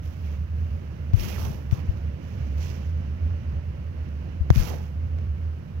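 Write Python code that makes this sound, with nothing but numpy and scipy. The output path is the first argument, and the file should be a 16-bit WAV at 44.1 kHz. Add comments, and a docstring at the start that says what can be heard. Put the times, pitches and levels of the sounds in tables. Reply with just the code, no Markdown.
"""The cabin of a travelling lift car booms near 80 Hz, as random shaking rings two close modes.
Below the boom lies the rolling of its guides in the shaft: coloured noise with a fluttering level.
A hand shifts its grip on the recorder: friction noise for sliding skin, damped pulses for knocks, clicks for ticks.
The hand covers the left port, which hears the ride muffled and the knocks as thumps; the right port is open."""
import sys
import numpy as np
from scipy import signal
from scipy.fft import rfft, irfft, next_fast_len
from scipy.io import wavfile
from scipy.ndimage import uniform_filter1d, map_coordinates

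SR = 44100
rng = np.random.default_rng(int(sys.argv[2]) if len(sys.argv) > 2 else 0)


def generate_wav(sig):
    """Save sig (samples, or channels by samples) to the path in sys.argv[1] as 16-bit PCM at SR."""
    pcm = np.round(np.clip(np.atleast_2d(sig).T, -1, 1) * 32767).astype(np.int16)
    wavfile.write(sys.argv[1], SR, pcm)


N = 255780
TIME_S = np.arange(N) / SR

# Swelling of the cabin's boom. Each row: time in seconds, relative level in dB.
BOOM_SWELL = [(0.0, -32), (0.71, -24), (0.82, -36.5), (1.11, -29), (1.27, -37.5), (1.38, -24.5),
              (1.59, -33.5), (2.1, -26.5), (2.18, -37), (2.55, -24), (2.76, -33), (2.88, -23.5), (3.1, -30),
              (3.3, -20.5), (3.4, -32.5), (3.54, -24.5), (3.61, -30), (4.38, -31.5), (4.53, -26.0),
              (4.89, -33.5), (4.96, -26.5), (5.48, -25.5), (5.6, -38.3), (5.79, -29)]
# Low modes of the cabin. Each row: centre in Hz, damping width in Hz, relative level in dB.
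CABIN_MODES = [(73, 9, -2), (81.5, 9, -1)]
# Loudness of the guides' rolling. Each row: time in seconds, level in dB.
ROLLING_LEVEL = [(0, -37), (1, -36.5), (1.95, -33), (2.35, -34.5), (3, -34.5), (5.3, -37), (5.8, -39)]
# Rolling noise as it comes through the cabin walls. Each row: frequency in Hz, relative density in dB.
ROLLING_SPECTRUM = [(20, -71.5), (45, -63), (105, -56), (165, -58), (260, -69), (420, -75), (560, -74),
                    (800, -84), (1300, -86), (1800, -87.5), (2900, -88), (3400, -99.5), (6100, -100.3),
                    (8000, -124)]
# Hiss of sliding skin. Each row: frequency in Hz, relative density in dB.
SKIN_SPECTRUM = [(300, -27.5), (1000, -6), (1700, -10), (2700, -2), (3800, -9.5), (6000, -4.5), (7200, -14),
                 (9000, -26.5), (11000, -10.5), (13500, -10), (15500, -11.5)]
# Scrape of sliding skin. Each row: frequency in Hz, relative density in dB.
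SCRAPE_SPECTRUM = [(60, -32.5), (200, 5), (450, 6), (1000, -6.5), (2500, -11.5), (5000, -23.5), (9000, -62)]
# Rumble of skin over the covered port. Each row: frequency in Hz, relative density in dB.
RUB_SPECTRUM = [(15, -41.5), (35, -21), (90, 1.5), (160, 3), (260, -15.5), (420, -21), (800, -33),
                (3000, -96)]
# Strokes of skin over the case. Each row: start in seconds, attack in seconds, hold in seconds,
# release to -20 dB in seconds, relative levels of hiss, scrape and rub in dB, treble sheen against
# the hiss in dB, pitch of the hand's hollow at first and at last in Hz.
STROKES = [(0.0, .06, 0.12, 0.72, -58, -63, -63.5, -2, 2700, 2408),
           (0.197, .06, .11, 0.04, -59.5, -51, -56.5, -5.5, 2500, 2200),
           (0.52, 0.068, .5, 0.35, -66.5, -59, -59.5, -1.5, 601, 2497),
           (1.118, 0.1258, .09, 0.2974, -41.5, -38.5, -34, -.5, 2764, 2506),
           (1.29, .1, 0.1026, 0.148, -45, -40, -32, .5, 1150, 901),
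           (1.701, 0.0209, 0.0728, .055, -51.5, -42.5, -38, -3, 1100, 901),
           (1.8, .08, .14, 0.34, -62.5, -55, -48, -5, 2200, 699.4),
           (2.169, 0.092, .62, 0.35, -60, -53, -54.5, -6.5, 2500, 2020),
           (2.54, 0.111, 0.065, 0.24, -47, -49.5, -49, -6.5, 2185, 1898),
           (4.49, 0.1183, 0.0766, 0.1627, -39, -37.5, -33.5, -1.2, 1800, 850),
           (4.661, 0.0532, .03, 0.0829, -53, -38, -32.5, -1, 848.6, 700),
           (4.784, 0.034, 0.056, 0.07, -61.5, -54, -50.5, -3.5, 901, 781.6)]
# Knocks of the hand on the case. Each row: start in seconds, thump gain in dB, thump pitch in Hz,
# time to the thump's fullest swell in seconds, push gain at the open port in dB.
KNOCKS = [(1.1355, -1.5, 97, 0.00748, -11.5), (1.157, -18.5, 45, 0.0265, -50),
          (1.275, -24, 195.5, 0.00476, -46.5), (1.7246, -4.5, 106.6, 0.00504, -11),
          (1.888, -10.5, 65.8, 0.0066, -24), (4.406, -11, 69.6, 0.00835, -40.5),
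          (4.5032, 1.5, 112.7, 0.00502, -1.5), (4.513, -10, 58.6, 0.00497, -50),
          (4.559, -11.5, 166, 0.0044, -40), (4.571, -3.5, 94.3, 0.00543, -40),
          (4.58, -9.5, 35.9, 0.0154, -53), (5.187, -37, 572, 0.00154, -35.5)]
# Skin catching on the case. Each row: start in seconds, relative level in dB.
TICKS = [(1.1352, -36.5), (1.1979, -30.5), (1.7125, -33.5), (1.973, -43.5), (4.09, -47.5), (4.1553, -50.5),
         (4.5037, -18), (4.559, -25.5), (5.187, -42.5)]
# Colour of a tick. Each row: frequency in Hz, relative level in dB.
TICK_SPECTRUM = [(300, -1), (1000, -1.5), (2200, 6), (3600, -1.5), (6000, -2.5), (9000, -27), (12000, -14),
                 (15500, -18)]
# The hand trembling on the covered port. Each row: frequency in Hz, relative density in dB.
TREMOR_SPECTRUM = [(15, 29), (35, -26), (60, 30.5), (120, 22), (300, -5), (1000, -122)]
# Faint background at each port. 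Each row: frequency in Hz, relative density in dB.
HISS_SPECTRUM = [(400, -105), (1000, -90.5), (1700, -91.5), (2300, -101), (3300, -103), (6000, -111),
                 (9000, -117), (12000, -113), (15500, -114)]

HISS_SAG_DB, SCRAPE_SAG_DB = 4, 1  # lost over a stroke's hold as the skin slows down
REST_DB = -76  # creep of the resting hand, on the scale of the strokes' hiss
TOP_HZ = 15850


def amp(db):
    """Decibels to gain."""
    return 10 ** (np.asarray(db) / 20)


def unit(x):
    """x at rms 1."""
    return x / np.sqrt(np.mean(x ** 2) + 1e-20)


def along(points, hz):
    """(Hz, value) points read on a log axis."""
    point_hz, value = np.transpose(points)
    return np.interp(np.log(hz + 1), np.log(point_hz + 1), value)


def curve(rows):
    """(seconds, value) rows read at every sample."""
    time_s, value = np.transpose(rows)
    return np.interp(TIME_S, time_s, value)


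def wobble(knots_per_s):
    """A smooth random curve through normally distributed knots."""
    knots = rng.standard_normal(int(N * knots_per_s / SR) + 4)
    return map_coordinates(knots, [TIME_S * knots_per_s])


def filtered(x, response):
    """x times a complex response of frequency."""
    padded = next_fast_len(N + SR // 2)
    hz = np.fft.rfftfreq(padded, 1 / SR)
    return irfft(rfft(x, padded) * response(hz), padded)[..., :N]


def coloured(x, spectrum):
    """x shaped by the given spectrum, at rms 1."""
    return unit(filtered(x, lambda hz: amp(along(spectrum, hz))))


def noise(spectrum):
    """Fresh noise of rms 1 with the given spectrum."""
    return coloured(rng.standard_normal(N), spectrum)


def resonance(hz, centre_hz, width_hz):
    """Response of one damped mode, 1 at its centre."""
    damping = 1j * hz * width_hz
    return damping / (centre_hz ** 2 - hz ** 2 + damping)


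def boom(level_db=0.35, evenness=0.26):
    """Shaking rings the cabin's close low modes, which beat against each other as the boom swells and fades."""
    def modes(hz):
        return sum(amp(db) * np.abs(resonance(hz, centre_hz, width_hz)) ** 2
                   for centre_hz, width_hz, db in CABIN_MODES)

    ring = signal.hilbert(unit(filtered(rng.standard_normal(N), modes)))
    slow_power = uniform_filter1d(np.abs(ring) ** 2, size=SR // 6)
    ring = ring / np.sqrt(np.abs(slow_power))  # keep only the quick beats
    beating = unit(ring.real / (np.abs(ring) + 0.18) ** evenness)  # milder beats
    return amp(curve(BOOM_SWELL) + level_db) * beating


def guides(flutter_db=0.9446):
    """Guide shoes run along the rails; their noise flutters with the unevenness of the track."""
    level_db = curve(ROLLING_LEVEL) + flutter_db * wobble(12)
    return amp(level_db) * noise(ROLLING_SPECTRUM)


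def grains(rough_db):
    """Friction: countless tiny slips of very unequal size."""
    return rng.standard_normal(N) * amp(rough_db * wobble(900))


def stroke(start_s, attack_s, hold_s, release_s, sag_db):
    """Gain of one stroke: the skin speeds up, slides on while slowing, and comes to rest."""
    t = TIME_S - start_s
    rise = np.sin(np.pi / 2 * np.clip(t / attack_s, 0, 1)) ** 2
    slowing = np.clip((t - attack_s) / hold_s, 0, 1)
    release_db = 20 * np.maximum(t - attack_s - hold_s, 0) / release_s
    return rise * amp(-sag_db * slowing - release_db)


def hand():
    """All strokes, added in power, as gains of hiss, sheen, scrape and rub, with the gliding hollow in Hz."""
    hiss = sheen = np.full(N, amp(REST_DB))
    scrape, rub, hollow_hz = np.zeros((3, N))
    for start_s, attack_s, hold_s, release_s, hiss_db, scrape_db, rub_db, sheen_db, first_hz, last_hz in STROKES:
        fine = stroke(start_s, attack_s, hold_s, release_s, HISS_SAG_DB)
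        coarse = stroke(start_s, attack_s, hold_s, release_s, SCRAPE_SAG_DB)
        progress = np.clip((TIME_S - start_s - attack_s) / hold_s, 0, 1)
        glide_hz = first_hz * (last_hz / first_hz) ** progress
        firmer = amp(scrape_db) * coarse >= scrape  # than all earlier strokes together
        hollow_hz = np.where(firmer, glide_hz, hollow_hz)
        hiss = np.hypot(hiss, amp(hiss_db) * fine)
        sheen = np.hypot(sheen, amp(hiss_db + sheen_db) * fine)
        scrape = np.hypot(scrape, amp(scrape_db) * coarse)
        rub = np.hypot(rub, amp(rub_db) * coarse)
    return hiss, sheen, scrape, rub, hollow_hz


def hollowed(scrape, hollow_hz):
    """The hollow of the hand resonates, lifting the band of the scrape around its gliding pitch."""
    hz, frame_s, spectra = signal.stft(scrape, SR, nperseg=512)
    centre_hz = uniform_filter1d(np.interp(frame_s, TIME_S, hollow_hz), size=9)
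    lift = 1 + 1.7 * np.abs(resonance(hz[:, None], centre_hz, 0.6 * centre_hz)) ** 2
    return unit(signal.istft(spectra * lift, nperseg=512)[1][:N])


def slides(hiss_db=4, scrape_db=1, rub_db=1):
    """Sliding skin hisses and scrapes at the open port and rumbles under the covered one."""
    fine, sheen, coarse, pressure, hollow_hz = hand()
    skin = coloured(grains(rough_db=2.5), SKIN_SPECTRUM)
    top = filtered(skin, lambda hz: np.clip((hz - 7000) / 3000, 0, 1))
    hiss = amp(hiss_db + 0.77 * wobble(50)) * (fine * (skin - top) + sheen * top)
    rasp = hollowed(coloured(grains(rough_db=3), SCRAPE_SPECTRUM), hollow_hz)
    scrape = coarse * amp(scrape_db + 1.79 * wobble(60)) * rasp
    rub = pressure * amp(rub_db + 2.5 * wobble(25)) * noise(RUB_SPECTRUM)
    return np.array([rub, hiss + scrape])


def knocks(push_s=0.000964, lag_s=0.0001447, bite_s=0.00023):
    """Each knock squeezes the air under the hand into a damped thump; the open port gets a short push and rebound."""
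    out, t = np.zeros((2, N + SR)), np.arange(SR // 4) / SR
    late = np.maximum(t - lag_s, 0)
    for start_s, thump_db, pitch_hz, swell_s, open_db in KNOCKS:
        u = t / swell_s
        thump = -(u * np.exp(1 - u)) ** 1.477 * np.sin(2 * np.pi * pitch_hz * t)
        onset = (1 - np.exp(-late * amp(open_db) / bite_s)) ** 2  # a light touch lands more slowly
        push = -3 * (1 - late / push_s) * np.exp(-late / push_s) * onset
        first = round(start_s * SR)
        out[:, first:first + len(t)] += [amp(thump_db) * thump, amp(open_db) * push]
    return out[:, :N]


def ticks(t60_s=0.014, level_db=3):
    """Skin catches and lets go beside the open port: one dry snap and a faint scatter of smaller slips."""
    out, t = np.zeros(N + SR), np.arange(2048) / SR
    colour = amp(along(TICK_SPECTRUM, np.fft.rfftfreq(len(t), 1 / SR)))
    # folding the cepstrum makes the snap minimum phase: it starts at once
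    half = len(t) // 2 - 1
    fold = np.r_[1, np.full(half, 2), 1, np.zeros(half)]
    snap = irfft(np.exp(rfft(irfft(np.log(colour)) * fold)))
    for start_s, db in TICKS:
        scatter = unit(irfft(rfft(rng.standard_normal(len(t))) * colour))
        slips = scatter * amp(-60 * t / t60_s)
        click = 0.25 * slips - 2 * snap / np.abs(snap).max()
        first = round(start_s * SR)
        out[first:first + len(t)] += amp(db + level_db) * click
    return out[:N]


def muffled(ride, corner_hz=440, level_db=-3.0):
    """The covering hand acts as two equal one-pole low-passes in a row."""
    return amp(level_db) * filtered(ride, lambda hz: 1 / (1 + 1j * hz / corner_hz) ** 2)


def tremor(level_db=-49):
    """The trembling hand presses on the covered port: low noise of slowly wandering level."""
    return amp(level_db + 2.6 * wobble(1.4)) * noise(TREMOR_SPECTRUM)


def background(level_db=-61):
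    """Faint steady hiss, independent at each port."""
    return amp(level_db) * np.array([noise(HISS_SPECTRUM), noise(HISS_SPECTRUM)])


def scene():
    """The ride reaches the right port freely and the left one through the slightly trembling hand."""
    ride = boom() + guides()
    left = muffled(ride) + tremor()
    right = ride + ticks()
    return np.array([left, right]) + slides() + knocks() + background()


def record(dry):
    """The recorder rounds off peaks near full scale and keeps nothing above its band limit."""
    rounded = dry / (1 + np.abs(dry) ** 8) ** (1 / 8)
    return filtered(rounded, lambda hz: hz < TOP_HZ)


dry = scene()
out = record(dry)
generate_wav(out)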